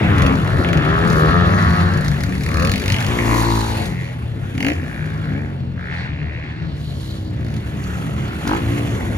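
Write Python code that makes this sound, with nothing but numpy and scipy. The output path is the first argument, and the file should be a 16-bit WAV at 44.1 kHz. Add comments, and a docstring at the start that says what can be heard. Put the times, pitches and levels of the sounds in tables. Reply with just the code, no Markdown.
"""Dirt bikes rev, shift and pass on an open track, several at a time, over the roar of a far pack.
Each engine has one cylinder. Its firings give a low thump made of sine waves, a bark made of clicks
that ring the tailpipe, and a crack of coloured hiss; lone backfires add more bark and crack.
The far pack is flickering bands of noise. A two-port microphone hears it all, with a few echoes
of the bark and crack off the ground and banks."""
import sys
import numpy as np
from scipy import signal
from scipy.fft import rfft, irfft
from scipy.io import wavfile

SR = 44100
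rng = np.random.default_rng(int(sys.argv[2]) if len(sys.argv) > 2 else 0)


def wrap_up_sound(samples):
    """Save the sound to the file named by the first command line argument, as 16-bit audio."""
    columns = np.atleast_2d(samples).T
    # keep every value between -1 and 1, then stretch to whole-number steps
    tamed = np.clip(columns, -1, 1)
    steps = np.round(tamed * 32767).astype(np.int16)
    wavfile.write(sys.argv[1], SR, steps)


N = 404397

PIPE_HZ = np.geomspace(390, 3400, 24)   # the resonances that the bark can ring


def from_db(db):
    """Turn a level in dB into a gain."""
    return 10 ** (np.asarray(db) / 20)


def rms_one(x):
    """Scale a signal to an rms of 1."""
    return x / np.sqrt(np.mean(x ** 2) + 1e-20)


def at_hz(points, hz):
    """Read a curve of (frequency, value) points, with frequency on a log axis."""
    points_hz, values = np.array(points).T
    return np.interp(np.log(hz + 1), np.log(points_hz), values)


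def bump(hz, centre_hz, octaves):
    """A bell-shaped resonance of height 1 on a log frequency axis."""
    return np.exp(-.5 * (np.log2(hz / centre_hz) / octaves) ** 2)


def drift(rate_hz):
    """A slow random wander of spread 1: noise through two equal low-pass poles at rate_hz."""
    step = 40   # samples between the points of the slow curve
    r = np.exp(-2 * np.pi * step * rate_hz / SR)
    slow = signal.lfilter([1], [1, -2 * r, r * r], rng.standard_normal(N // step + 2002))
    slow = rms_one(slow[2000:])   # leave out the filter's start
    return np.interp(np.arange(N) / step, np.arange(len(slow)), slow)


def puff(clicks, decay_s):
    """Each click opens a burst of noise that dies away, with the click's energy on average."""
    r = np.exp(-1 / (decay_s * SR))
    envelope = signal.lfilter([np.sqrt(1 - r * r)], [1, -r], clicks + 1e-18)
    return envelope * rng.standard_normal(N)


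def coloured(x, spectrum):
    """Lay a smooth spectrum on a sound, keeping its power if it starts out white."""
    gain = from_db(at_hz(spectrum, np.fft.rfftfreq(N, 1 / SR)))
    return irfft(rfft(x) * rms_one(gain), N)


def engines():
    """Follow every burst of throttle: its sines, and click trains for the pipe and the crack."""
    # engine speed, one list a burst, starting on a firing: (time [s], firing rate [1/s])
    speeds = [
        [(0.0, 107.5), (0.12, 101.96), (0.24, 93.04), (0.36, 87.3)],
        [(0.4331, 71.53), (0.6633, 75.93), (0.84, 75.5), (1.1, 86.5), (1.17, 77.6), (1.26, 77.5), (1.32, 83.2)],
        [(1.28, 79.4), (1.36, 87.0), (1.5167, 88.5), (1.73, 89.22), (2.05, 90.37)],
        [(0.15, 71.87), (0.2667, 67.76), (0.3833, 65.08), (0.5, 69.77)],
        [(1.4, 51.31), (1.55, 51.74), (1.7, 56.86), (1.85, 54.14), (2.0, 49.98), (2.15, 48.16), (2.3, 45.57),
         (2.45, 46.95)],
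        [(1.2959, 86.5), (1.51, 96.57), (1.72, 103.26), (1.825, 104.4), (2.035, 102.62), (2.35, 106.05)],
        [(1.9373, 27.7), (2.075, 27.7), (2.13, 32.9), (2.2636, 34.45), (2.3682, 34.6), (2.4727, 38.47),
         (2.5773, 35.27), (2.6818, 44.63), (2.7864, 50.43), (2.8909, 47.72), (2.9955, 48.07), (3.1, 53.3)],
        [(2.4429, 63.92), (2.5467, 76.03), (2.6433, 88.51), (2.74, 100.84)],
        [(3.0684, 59.05), (3.1789, 59.16), (3.2778, 56.32), (3.3767, 58.15), (3.4756, 56.9), (3.5744, 55.32),
         (3.6733, 56.04), (3.7722, 56.02), (3.8711, 52.98), (3.97, 60.11)],
        [(3.652, 84), (3.8127, 90.35), (3.915, 90.97), (4.2, 93.96)],
        [(4.526, 42.1), (4.578, 34.83), (4.62, 46.43), (4.67, 55.77), (4.738, 62.34)],
        [(4.7296, 59.84), (4.853, 60.46), (4.954, 62.96), (5.055, 61.25), (5.156, 72.76), (5.257, 77.1),
         (5.358, 70.5), (5.459, 72.22), (5.56, 76.0)],
        [(4.6, 45.5), (4.8, 46.5), (4.95, 49), (5.062, 51.81), (5.2, 52.3), (5.394, 48.8), (5.6, 45),
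         (5.726, 43.71), (5.892, 44.17), (6.058, 40.4), (6.556, 36.17), (6.722, 36.6), (6.888, 38.49),
         (7.054, 32.3), (7.22, 32.41), (7.552, 38.25), (7.718, 38.7), (7.884, 36.03), (8.05, 37.8), (8.3, 42.5)],
        [(5.7392, 53.77), (5.8467, 66.42), (5.9433, 80.56), (6.04, 100.43)],
        [(6.0312, 69.33), (6.1371, 71.22), (6.3314, 76.37), (6.4286, 79.81), (6.5257, 81.41), (6.6229, 81.26),
         (6.72, 80.88)],
        [(6.3, 55.78), (6.455, 61.22), (6.61, 59.52), (6.92, 65.87), (7.23, 63.08), (7.54, 55.35),
         (7.85, 48.02)],
        [(7.3708, 53.26), (7.4533, 53.09), (7.5267, 52.99), (7.6, 52.85)],
        [(7.4, 67.92), (7.5609, 70.45), (7.7218, 68.58), (7.8827, 72.07), (8.0436, 73.62), (8.2045, 68.15),
         (8.5264, 72.38), (8.6873, 69.18), (9.0091, 70.85), (9.17, 73.12)],
        [(7.7403, 50.61), (7.8562, 46.2), (7.9625, 44.26), (8.175, 41.15), (8.2812, 42.3), (8.3875, 41.73),
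         (8.44, 44)],
        [(5.18, 51), (5.29, 61), (5.4, 73.5), (5.5, 78.5), (5.72, 81)],
        [(.57, 93), (.68, 87), (.8, 79)],
        [(8.6, 54.04), (8.7425, 57.42), (8.885, 57.99), (9.0275, 53.45), (9.17, 55.26)],
        [(3.187, 86), (3.27, 87), (3.32, 105), (3.52, 115)],
        [(8.4268, 46.5), (8.49, 48), (8.53, 53.5), (8.56, 56), (8.62, 56)],
        [(3.9, 44.4), (4.07, 41.2), (4.2, 40), (4.3, 37.5), (4.45, 33.5), (4.68, 31)],
    ]
    # load in the same bursts: (time [s], base level of the low orders [dB], bark level [dB])
    loads = [
        [(0, -20, -39), (.12, -17, -21.5), (.24, -18.5, -20.5), (.36, -20, -26)],
        [(.433, -35, -26.5), (.6, -26, -22.5), (.75, -29, -28), (.877, -23, -18.5), (1.1, -22, -20.5),
         (1.24, -16, -16), (1.32, -21, -17.5)],
        [(1.28, -41, -22), (1.34, -12.5, -15), (1.43, -15.5, -18.5), (1.62, -20.5, -26), (1.85, -16, -26.5),
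         (1.97, -22.5, -36), (2.05, -32, -49)],
        [(.15, -25.5, -37), (.267, -13, -27), (.383, -25, -28.5), (.5, -54, -33)],
        [(1.4, -21.5, -41), (1.7, -17, -42), (1.9, -20.5, -22), (2.15, -22, -29.5), (2.45, -23.5, -68)],
        [(1.296, -39, -43), (1.405, -23, -28), (1.615, -13.5, -18), (1.75, -42, -20), (1.96, -25, -28),
         (2.06, -31, -31.5), (2.35, -43, -38.5)],
        [(1.937, -34, -37.5), (2.1, -24, -26), (2.17, -32, -45), (2.236, -30, -26), (2.27, -44, -36),
         (2.37, -28, -35.5), (2.5, -22, -29), (2.58, -20, -28), (2.71, -18.5, -23), (2.81, -33, -27.5),
         (2.92, -18.5, -19.5), (2.99, -24.5, -25.5), (3.1, -21.5, -32)],
        [(2.443, -43, -39), (2.547, -24.5, -22.5), (2.643, -22, -20.5), (2.74, -39, -34)],
        [(3.068, -24.5, -32.5), (3.25, -22.5, -27.5), (3.31, -21, -20), (3.42, -22.5, -21), (3.57, -22, -22.5),
         (3.77, -30, -30.5), (3.87, -35, -39), (3.97, -44, -46.5)],
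        [(3.652, -38, -37), (3.813, -26.5, -39), (4.01, -56, -31), (4.105, -41, -34.5), (4.2, -50, -61)],
        [(4.526, -36, -55), (4.552, -24, -42), (4.578, -22, -28), (4.62, -23.5, -20), (4.67, -19, -17),
         (4.7, -23, -22), (4.738, -16, -32)],
        [(4.73, -38, -34), (4.853, -30.5, -33.5), (4.95, -34, -30.5), (5.06, -42, -31), (5.156, -45, -37.5),
         (5.25, -36, -38.5), (5.358, -32, -34.5), (5.56, -46, -43)],
        [(4.6, -36, -55), (4.8, -34, -39), (5.06, -27, -42), (5.4, -25, -47), (5.9, -25.5, -62),
         (6.2, -26, -66), (6.9, -27, -83), (7.2, -28.5, -50), (7.55, -25, -46), (8.05, -28, -58),
         (8.3, -33, -53)],
        [(5.739, -44, -54), (5.78, -46, -33), (5.847, -34, -29.5), (5.943, -38, -25), (6.04, -32, -34)],
        [(6.031, -26, -32), (6.15, -32, -34.5), (6.234, -25, -34), (6.4, -43, -32), (6.526, -29, -38),
         (6.62, -29, -38), (6.72, -27, -52)],
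        [(6.3, -40, -63), (6.455, -35.5, -78), (6.65, -37.5, -48.5), (7.1, -35.5, -40), (7.385, -28.5, -57),
         (7.7, -33.5, -54), (7.85, -40, -48)],
        [(7.371, -33, -47), (7.48, -51, -38.5), (7.6, -34, -49)],
        [(7.4, -34, -63), (7.8, -34.5, -38), (8.044, -35, -43), (8.204, -25.5, -36), (8.366, -35, -42),
         (8.526, -35, -29), (8.65, -31, -35.5), (8.85, -33, -33), (9.17, -34, -50)],
        [(7.74, -35, -62), (7.856, -32, -39), (8.05, -29, -39), (8.2, -37, -41), (8.34, -36, -34),
         (8.44, -28, -41)],
        [(5.18, -48, -41), (5.3, -25.5, -31.5), (5.45, -29.5, -41), (5.58, -39, -52), (5.72, -38.5, -64)],
        [(.57, -14, -31), (.7, -17.5, -31), (.8, -12, -21)],
        [(8.6, -26, -36), (8.742, -25, -50), (8.885, -25, -52), (9.028, -35, -32), (9.17, -30, -47)],
        [(3.187, -31, -19), (3.25, -31, -31), (3.31, -29, -22), (3.42, -32.5, -27), (3.52, -34, -30)],
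        [(8.428, -24, -36), (8.47, -18.5, -24), (8.53, -15.5, -17.5), (8.57, -19.5, -31), (8.62, -28, -50)],
        [(3.9, -23, -55), (4.07, -31, -58), (4.25, -28, -53), (4.45, -29.5, -55), (4.68, -28, -52)],
    ]
    # voice of each burst: (orders 1, 2, 3, 4, 5 against the base level [dB], silencer boom [Hz],
    # bark at start [Hz], bark at end [Hz], crack against bark [dB], width of the bark [octaves],
    # strength of the upper pipe mode [1 = as the bark])
    voices = [(-24, -2.5, -11, -24, -17.5, 340, 1500, 1170, -23.5, 0.26, 0.45),
              (-23, 1, -26, -6.5, -9, 432, 1330, 1234, -20.5, 0.19, 1),
              (0, -5, -17, -13, -14.5, 600, 1270, 1150, -27, 0.13, 0.67),
              (-5, -8, -29, -4.5, -13, 350, 4600, 770, -16, 0.27, 0.11),
              (-25, -13, -3, -8.5, -16, 180, 1200, 2040, -47, 0.13, 0.089),
              (0, -20, -37, -19, -27, 590, 1360, 1320, -18.5, 0.25, 1),
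              (-9, 2.5, -11, -7.5, -17, 230, 1580, 2480, -5, 0.3, 0.64),
              (-27, -0.5, -21, -17, -12.5, 537, 1190, 1220, -21, 0.14, 0.94),
              (2, 3.5, -7.5, -2, -3.5, 343, 1146, 790, -12, 0.14, 0.23),
              (2, -16, -35, -29, -7, 250, 2150, 1930, -15, 0.15, 0.3),
              (-14, -18, -18, -11, -6.5, 276, 2300, 2020, -11, 0.35, 0.43),
              (-4, -4, -15, -6.5, -12, 270, 1730, 1580, -23, 0.13, 0.58),
              (-12.5, -3.5, -4, -11, -17, 149, 1600, 550, -13, 0.28, 0.12),
              (2.5, 4.5, -23, -37, -35, 400, 1550, 1930, -28.5, 0.23, 0.22),
              (1, -0.5, -10.5, -14.5, -24.5, 300, 1900, 1870, -33, 0.25, 0.45),
              (-13, 0, -5, -8, -10.5, 321, 2900, 3600, -11, 0.14, 0.17),
              (-17, -1, -10.5, -15, -5, 210, 1700, 1700, -8, 0.25, 0.19),
              (1, -3.5, -1, -10.5, -15, 356, 1800, 2300, -23, 0.76, 0.93),
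              (-15, -33, -24, 1.5, -14, 390, 1260, 1450, -33, 0.07, 0.049),
              (-18, -23, 1, -8, -10.5, 272, 1350, 2700, -37, 0.14, 0.55),
              (-15, -5, -15.5, -11, -16.5, 147, 1200, 1530, -42, 0.17, .14),
              (-22, 4, -22, -12, -5.5, 294, 850, 910, -26, 0.3, 0.8),
              (-14, -3, 4.5, -5, -7.5, 350, 2000, 1950, -21, 0.21, 0.27),
              (-7, -14, -12, -11, -6.5, 306, 790, 1080, -20, 0.29, 1),
              (-20, -9, 0, -4.5, -14.5, 138, 1900, 1400, -9, 0.36, .12)]
    # pipe of each burst: (upper mode [multiple of the bark frequency], lift of the boom [dB],
    # strength of the silencer body [1 = as the bark])
    pipes = [(1.5, 9.5, 0.078), (1.33, 6, 0.21), (1.38, -2.5, 0.17), (1.5, 2, 0.24), (1.5, 4.5, 0.26),
             (1.35, 13, 0.11), (1.3, 10.5, 0.048), (1.4, 11.5, 0.12), (1.3, 3, 0.14), (1.3, 2, 0.12),
             (1.4, 11, 0.32), (1.37, 1.5, 0.17), (1.5, 6, .2), (1.3, 1, 0.16), (1.35, 2.5, 0.065),
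             (1.5, 7, 0.25), (1.4, 9, 0.18), (1.5, 7.5, 0.17), (1.45, 10, 0.17), (1.3, 7.5, 0.25),
             (1.3, 4, 0.16), (2.2, 5, .2), (1.4, 3, 0.11), (1.65, 4, 0.26), (1.5, 1.5, .2)]
    # how unlike the firings of each burst are: raggedness [0 even - 1 ragged]
    raggedness = [.4, .2, .2, .4, .4, .2, 1, .3, .15, .2, .5, .2, .3, .2, .15, .3, .3, .3, .15, .2, .3, .2,
                  .3, .4, .3]
    pitch_scatter_octaves = .08   # of a fully ragged engine's bark
    tone, bark, crack = np.zeros(N), np.zeros((len(PIPE_HZ), N)), np.zeros(N)
    wobble = drift(33.0)
    wavers_db = [2.2 * drift(2.5) for order in range(12)]   # each order swells and sinks by itself
    crack_uneven, bark_uneven, pitch_uneven = rng.standard_normal((3, N))

    for speed, load, voice, pipe, ragged in zip(speeds, loads, voices, pipes, raggedness):
        *order_db, boom_hz, start_hz, end_hz, crack_db, octaves, upper = voice
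        ratio, boom_db, body = pipe
        at = np.arange(round(speed[0][0] * SR), min(round(speed[-1][0] * SR), N))
        rate = np.interp(at / SR, *np.transpose(speed))
        load_s, *load_columns = np.transpose(load)
        thump_db, bark_db = [np.interp(at / SR, load_s, column) for column in load_columns]
        turns = np.cumsum(rate) / SR   # firing cycles so far

        order_levels = [thump_db + wavers_db[k - 1][at] + order_db[min(k, 5) - 1] for k in range(1, 13)]
        tone[at] += low_orders(rate, turns + 0.002 * wobble[at], order_levels, boom_hz, boom_db)

        fire = np.r_[0, np.flatnonzero(np.diff(np.floor(turns))) + 1]
        fire_at = at[fire]
        energy = np.sqrt(SR / rate[fire])   # one click carries a whole cycle's power
        crack_level = bark_db[fire] + crack_db + 2.5 * crack_uneven[fire_at]
        crack[fire_at] += energy * from_db(crack_level)

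        bark_hz = np.geomspace(start_hz, end_hz, len(at))[fire]
        bark_hz = bark_hz * 2 ** (ragged * pitch_scatter_octaves * pitch_uneven[fire_at])
        share = pipe_shares(bark_hz, octaves, upper, ratio, body, ragged)
        bark_level = bark_db[fire] + 2.5 * ragged * bark_uneven[fire_at]
        bark[:, fire_at] += share * energy * from_db(bark_level)
    return tone, bark, crack


def low_orders(rate, turns, order_levels, boom_hz, boom_db):
    """Twelve sines at multiples of the firing rate, nearly in step, add up to a thump a cycle."""
    # colour laid on the low orders: (frequency [Hz], level [dB])
    exhaust_colour = [(25, -2), (60, -5.5), (120, -2), (250, -3), (450, -4.5), (800, 3)]
    lag_s, smear_turns = .001, .1   # rise just after the blast; random offset of each order
    boom_octaves, fade_s = 0.15, 0.022
    place = np.arange(len(rate))
    fade = np.clip(np.minimum(place, place[::-1]) / (fade_s * SR), 0, 1)
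    tone = np.zeros(len(rate))
    for k, level_db in enumerate(order_levels, 1):
        hz = k * rate
        level_db = level_db + at_hz(exhaust_colour, hz) - 3.14 * max(k - 5, 0)
        level_db = level_db + boom_db * bump(hz, boom_hz, boom_octaves)
        order_turns = k * (turns - lag_s * rate) + smear_turns * rng.standard_normal()
        tone += np.sqrt(2) * fade * from_db(level_db) * np.sin(2 * np.pi * order_turns)
    return tone


def pipe_shares(bark_hz, octaves, upper, ratio, body, ragged):
    """Split each firing among the pipe resonances: bark, upper mode and silencer body."""
    colour_scatter_db = 4.5   # in each resonance of a fully ragged engine
    hz = PIPE_HZ[:, None]
    share = bump(hz, bark_hz, octaves)
    share += upper * bump(hz, ratio * bark_hz, 0.12)
    share += body * bump(hz, 0.32 * bark_hz, 0.41)
    share *= from_db(ragged * colour_scatter_db * rng.standard_normal(share.shape))
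    return share / np.sqrt(np.sum(share ** 2, axis=0))


def add_backfires(bark, crack):
    """A lone backfire is one strong click for the crack and for the upper pipe resonances."""
    # lone backfires, before a common lift: (time [s], crack level [dB], bark level [dB])
    backfires = [(0.182, -21, -18), (0.2203, -17.5, -13), (0.263, -21, -15), (0.3536, -35, -37),
                 (0.6457, -32, -13), (0.687, -28, -17), (0.73, -20, -12.5), (0.7726, -24, -17),
                 (1.076, -22, -42), (1.101, -19.5, -42), (1.128, -27, -38), (1.165, -31, -28),
                 (3.856, -22.5, -41), (7.513, -40, -47), (7.5394, -33, -33), (7.565, -31, -38),
                 (7.839, -30, -43), (7.898, -46, -32), (8.4753, -17.5, -21)]
    for time_s, crack_db, bark_db in backfires:
        at = round(time_s * SR)
        crack[at] += from_db(crack_db + 18.0)
        bark[15:, at] += from_db(bark_db + 13.5)


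def tailpipe(bark, noisy=.09):
    """Blast front plus turbulent puff ring the pipe resonances, each a steep pair that swells and dies."""
    out = np.zeros(N)
    for k, (hz, clicks) in enumerate(zip(PIPE_HZ, bark)):
        r = np.exp(-np.pi * .115 * hz / SR)   # bandwidth is .115 of the frequency
        poles = [1, -2 * r * np.cos(2 * np.pi * hz / SR), r * r]
        zeros = np.array([1, 0, -1])
        blast = (1 - noisy) * clicks + noisy * puff(clicks, 0.0012)
        once = signal.lfilter(np.sqrt(1 - r * r) * zeros, poles, blast + 1e-18)
        twice = signal.lfilter((1 - r * r) / 2 * zeros, poles, once)
        out += (-1) ** k * twice   # neighbours take opposite signs
    # the bark dulls on its way
    return signal.sosfilt(signal.butter(2, 3500, fs=SR, output="sos"), out)


def crack_hiss(crack):
    """Sharp clicks and short puffs of noise, coloured to a bright crack."""
    # colour of the crack; only the shape counts: (frequency [Hz], relative level [dB])
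    crack_colour = [(2800, -20), (3500, 31.5), (4400, 35.5), (5300, 29), (6200, 29.5), (7300, 24.5),
                    (8600, 8), (10500, 27), (13500, 7.5), (15500, 22.5)]
    return coloured(0.15 * crack + 0.9 * puff(crack, 0.004), crack_colour)


def scattered(x, spread_s):
    """The sound smeared by random tails of scatter that blend into each other as the riders move."""
    tails = rng.standard_normal((2, 6000)) * np.exp(-np.arange(6000) / (spread_s * SR))
    tails /= np.sqrt(np.sum(tails ** 2, axis=1, keepdims=True))
    blend = 2 * np.pi * drift(1.5)
    first, second = [signal.fftconvolve(x, tail)[:N] for tail in tails]
    return np.cos(blend) * first + np.sin(blend) * second


def with_echoes(blast):
    """Add later, softer copies thrown back by the ground and banks."""
    # echoes: (delay [s], level against the direct sound [dB])
    echoes = [(.0037, -19), (.0071, -17), (.0125, -19), (.023, -19)]
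    heard = blast.copy()
    for lag_s, db in echoes:
        lag = round(lag_s * SR)
        heard[lag:] += from_db(db) * blast[:-lag]
    return heard


def pack(patchy_db):
    """Many far engines melt into a roar: third-octave noise bands that flicker, in six groups."""
    # levels of the far pack: (time [s], rumble [dB], rasp [dB], hiss [dB], air [dB])
    pack_levels = [(0, -14, -27, -66, -51.5), (.61, -17, -34, -42, -52), (.85, -17.5, -29.5, -54, -66),
                   (1.2, -17.5, -30.5, -37, -43), (1.45, -19.5, -30, -42.5, -86),
                   (1.75, -23.5, -31, -37, -56), (2.2, -22.5, -37.5, -49.5, -49.5),
                   (2.66, -20.5, -37.5, -41, -51.5), (3.15, -22.5, -28.5, -47, -42.5),
                   (3.4, -32.5, -32, -37.5, -36.5), (3.6, -31.5, -33.5, -34.5, -41),
                   (3.86, -20.5, -36.5, -43.5, -47), (3.96, -31, -40.5, -54.5, -56),
                   (4.3, -28, -44.5, -58.5, -60.5), (4.75, -25.5, -40, -57, -53.5),
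                   (5.3, -29, -42, -56, -63), (5.7, -30.5, -50, -60, -71), (6.0, -34, -36.5, -44.5, -73),
                   (6.15, -29, -42, -55, -99), (6.55, -32.5, -42.5, -54, -95), (6.82, -30, -48, -49, -56),
                   (7.1, -31, -48.5, -44.5, -51.5), (7.41, -29, -45, -58, -66),
                   (7.7, -29, -41.5, -53.5, -53), (7.92, -26.5, -38.5, -54, -49),
                   (8.3, -25.5, -38, -50, -53), (8.65, -25, -35, -46, -47), (9.17, -20, -37, -52, -49.5)]
    # balance of the bands inside each group: (frequency [Hz], relative level [dB])
    pack_colour = [(25, -35), (45, -1.5), (80, 12), (140, 9), (300, -5), (620, -14.5), (1300, -21),
                   (2200, -29.5), (3300, -33), (4500, -28), (5500, -54.5), (6300, -12.5), (7300, -26),
                   (8600, -139), (10300, -6.5), (12000, -16), (13500, -32.5), (15200, -66)]
    t = np.arange(N) / SR
    level_s, *columns = np.transpose(pack_levels)
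    rumble, high_rasp, hiss, air = [np.interp(t, level_s, column) for column in columns]
    # the drone follows the rumble's swing about -40.5 dB, and the low rasp that of the high rasp
    drone = -40.5 - 10 + 1.074 * (rumble + 40.5)
    low_rasp = -40.5 - 5 + 1.08 * (high_rasp + 40.5)

    groups, together = np.zeros((6, N)), drift(50.0)
    edges = 28 * 2 ** np.arange(0, 9.4, 1 / 3)
    white = rng.standard_normal((2, N))
    for k, (low, high) in enumerate(zip(edges, edges[1:])):
        band_filter = signal.butter(2, [low, high], "band", fs=SR, output="sos")
        band = signal.sosfilt(band_filter, white[k % 2])   # neighbours use different noise
        hz = np.sqrt(low * high)
        group = np.searchsorted([220, 700, 1400, 3200, 5600], hz)
        if group > 1:   # the higher bands flicker partly together
            flicker = .5 * together + .5 * drift(7.9)
        else:
            flicker = drift(8.7)
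        groups[group] += band * from_db(at_hz(pack_colour, hz) + patchy_db * flicker)
    levels = (rumble, drone, low_rasp, high_rasp, hiss, air)
    return sum(rms_one(group) * from_db(db) for group, db in zip(groups, levels))


def ports(x):
    """Left and right are sum plus and minus a difference: direct sound shifted in phase, and scatter."""
    # difference of the ports against their sum: (frequency [Hz], level [dB])
    side_db = [(60, -7.5), (99, -17.5), (160, -10), (270, -9.5), (450, -4), (740, -0.5), (1220, 4),
               (2010, -2), (3330, 5), (5500, -4), (9080, 4.5), (15000, -5)]
    # how far the direct difference leads in phase: (frequency [Hz], lead [radians])
    side_lead = [(60, 0.8), (400, 0.9), (1000, 1.2), (2400, 1.55), (4500, 1.9), (8000, 1.6), (15000, 1.55)]
    # scatter in the difference: (frequency [Hz], amplitude share [0 - 1])
    scatter = [(60, .75), (500, .7), (1200, .88), (2200, .7), (4000, .82), (8000, .5), (12000, .75)]
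    # the riders drift to the right: (time [s], left minus right [dB])
    lean = [(0, 0.8), (3.6, .5), (5, 0), (6, -0.3), (9.17, -1.5)]
    hz = np.fft.rfftfreq(N, 1 / SR)
    share = at_hz(scatter, hz)
    direct = np.sqrt(1 - share ** 2) * np.exp(1j * at_hz(side_lead, hz)) * rfft(x)
    diffuse = share * rfft(scattered(x, .025))
    side = irfft(from_db(at_hz(side_db, hz)) * (direct + diffuse), N)
    lean_db = np.interp(np.arange(N) / SR, *np.transpose(lean))
    return np.array([x + side, x - side]) * from_db([lean_db / 2, -lean_db / 2])


def scene():
    """All engines with their echoes and the far pack, at the two ports."""
    tone, bark, crack = engines()
    add_backfires(bark, crack)
    pipe = tailpipe(bark)
    pipe = pipe + from_db(-12) * scattered(pipe, .006)   # the rough ground draws each bark out
    blast = from_db(-5.5) * pipe + from_db(-5.0) * crack_hiss(crack)
    return ports(tone + with_echoes(blast) + pack(patchy_db=2.97))


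def record(dry):
    """The bass rolls off, two hollows are cut, peaks are rounded, the top is cut."""
    # hollows in the microphone's response: (centre [Hz], width [Hz], share taken out [0 - 1])
    hollows = [(1557, 350, 0.36), (3267, 1550, 0.45)]
    dry = signal.sosfilt(signal.butter(4, 40, "high", fs=SR, output="sos"), dry)
    for hz, width_hz, share in hollows:
        peak = signal.iirpeak(hz, hz / width_hz, fs=SR)
        dry = dry - share * signal.lfilter(*peak, dry)
    dry = 1.5 * np.tanh(dry / 1.5)
    top_cut = signal.cheby2(14, 70, 15900 * 1.03, fs=SR, output="sos")   # 70 dB down from this edge
    return signal.sosfilt(top_cut, dry)


dry = scene()
out = record(dry)
wrap_up_sound(out)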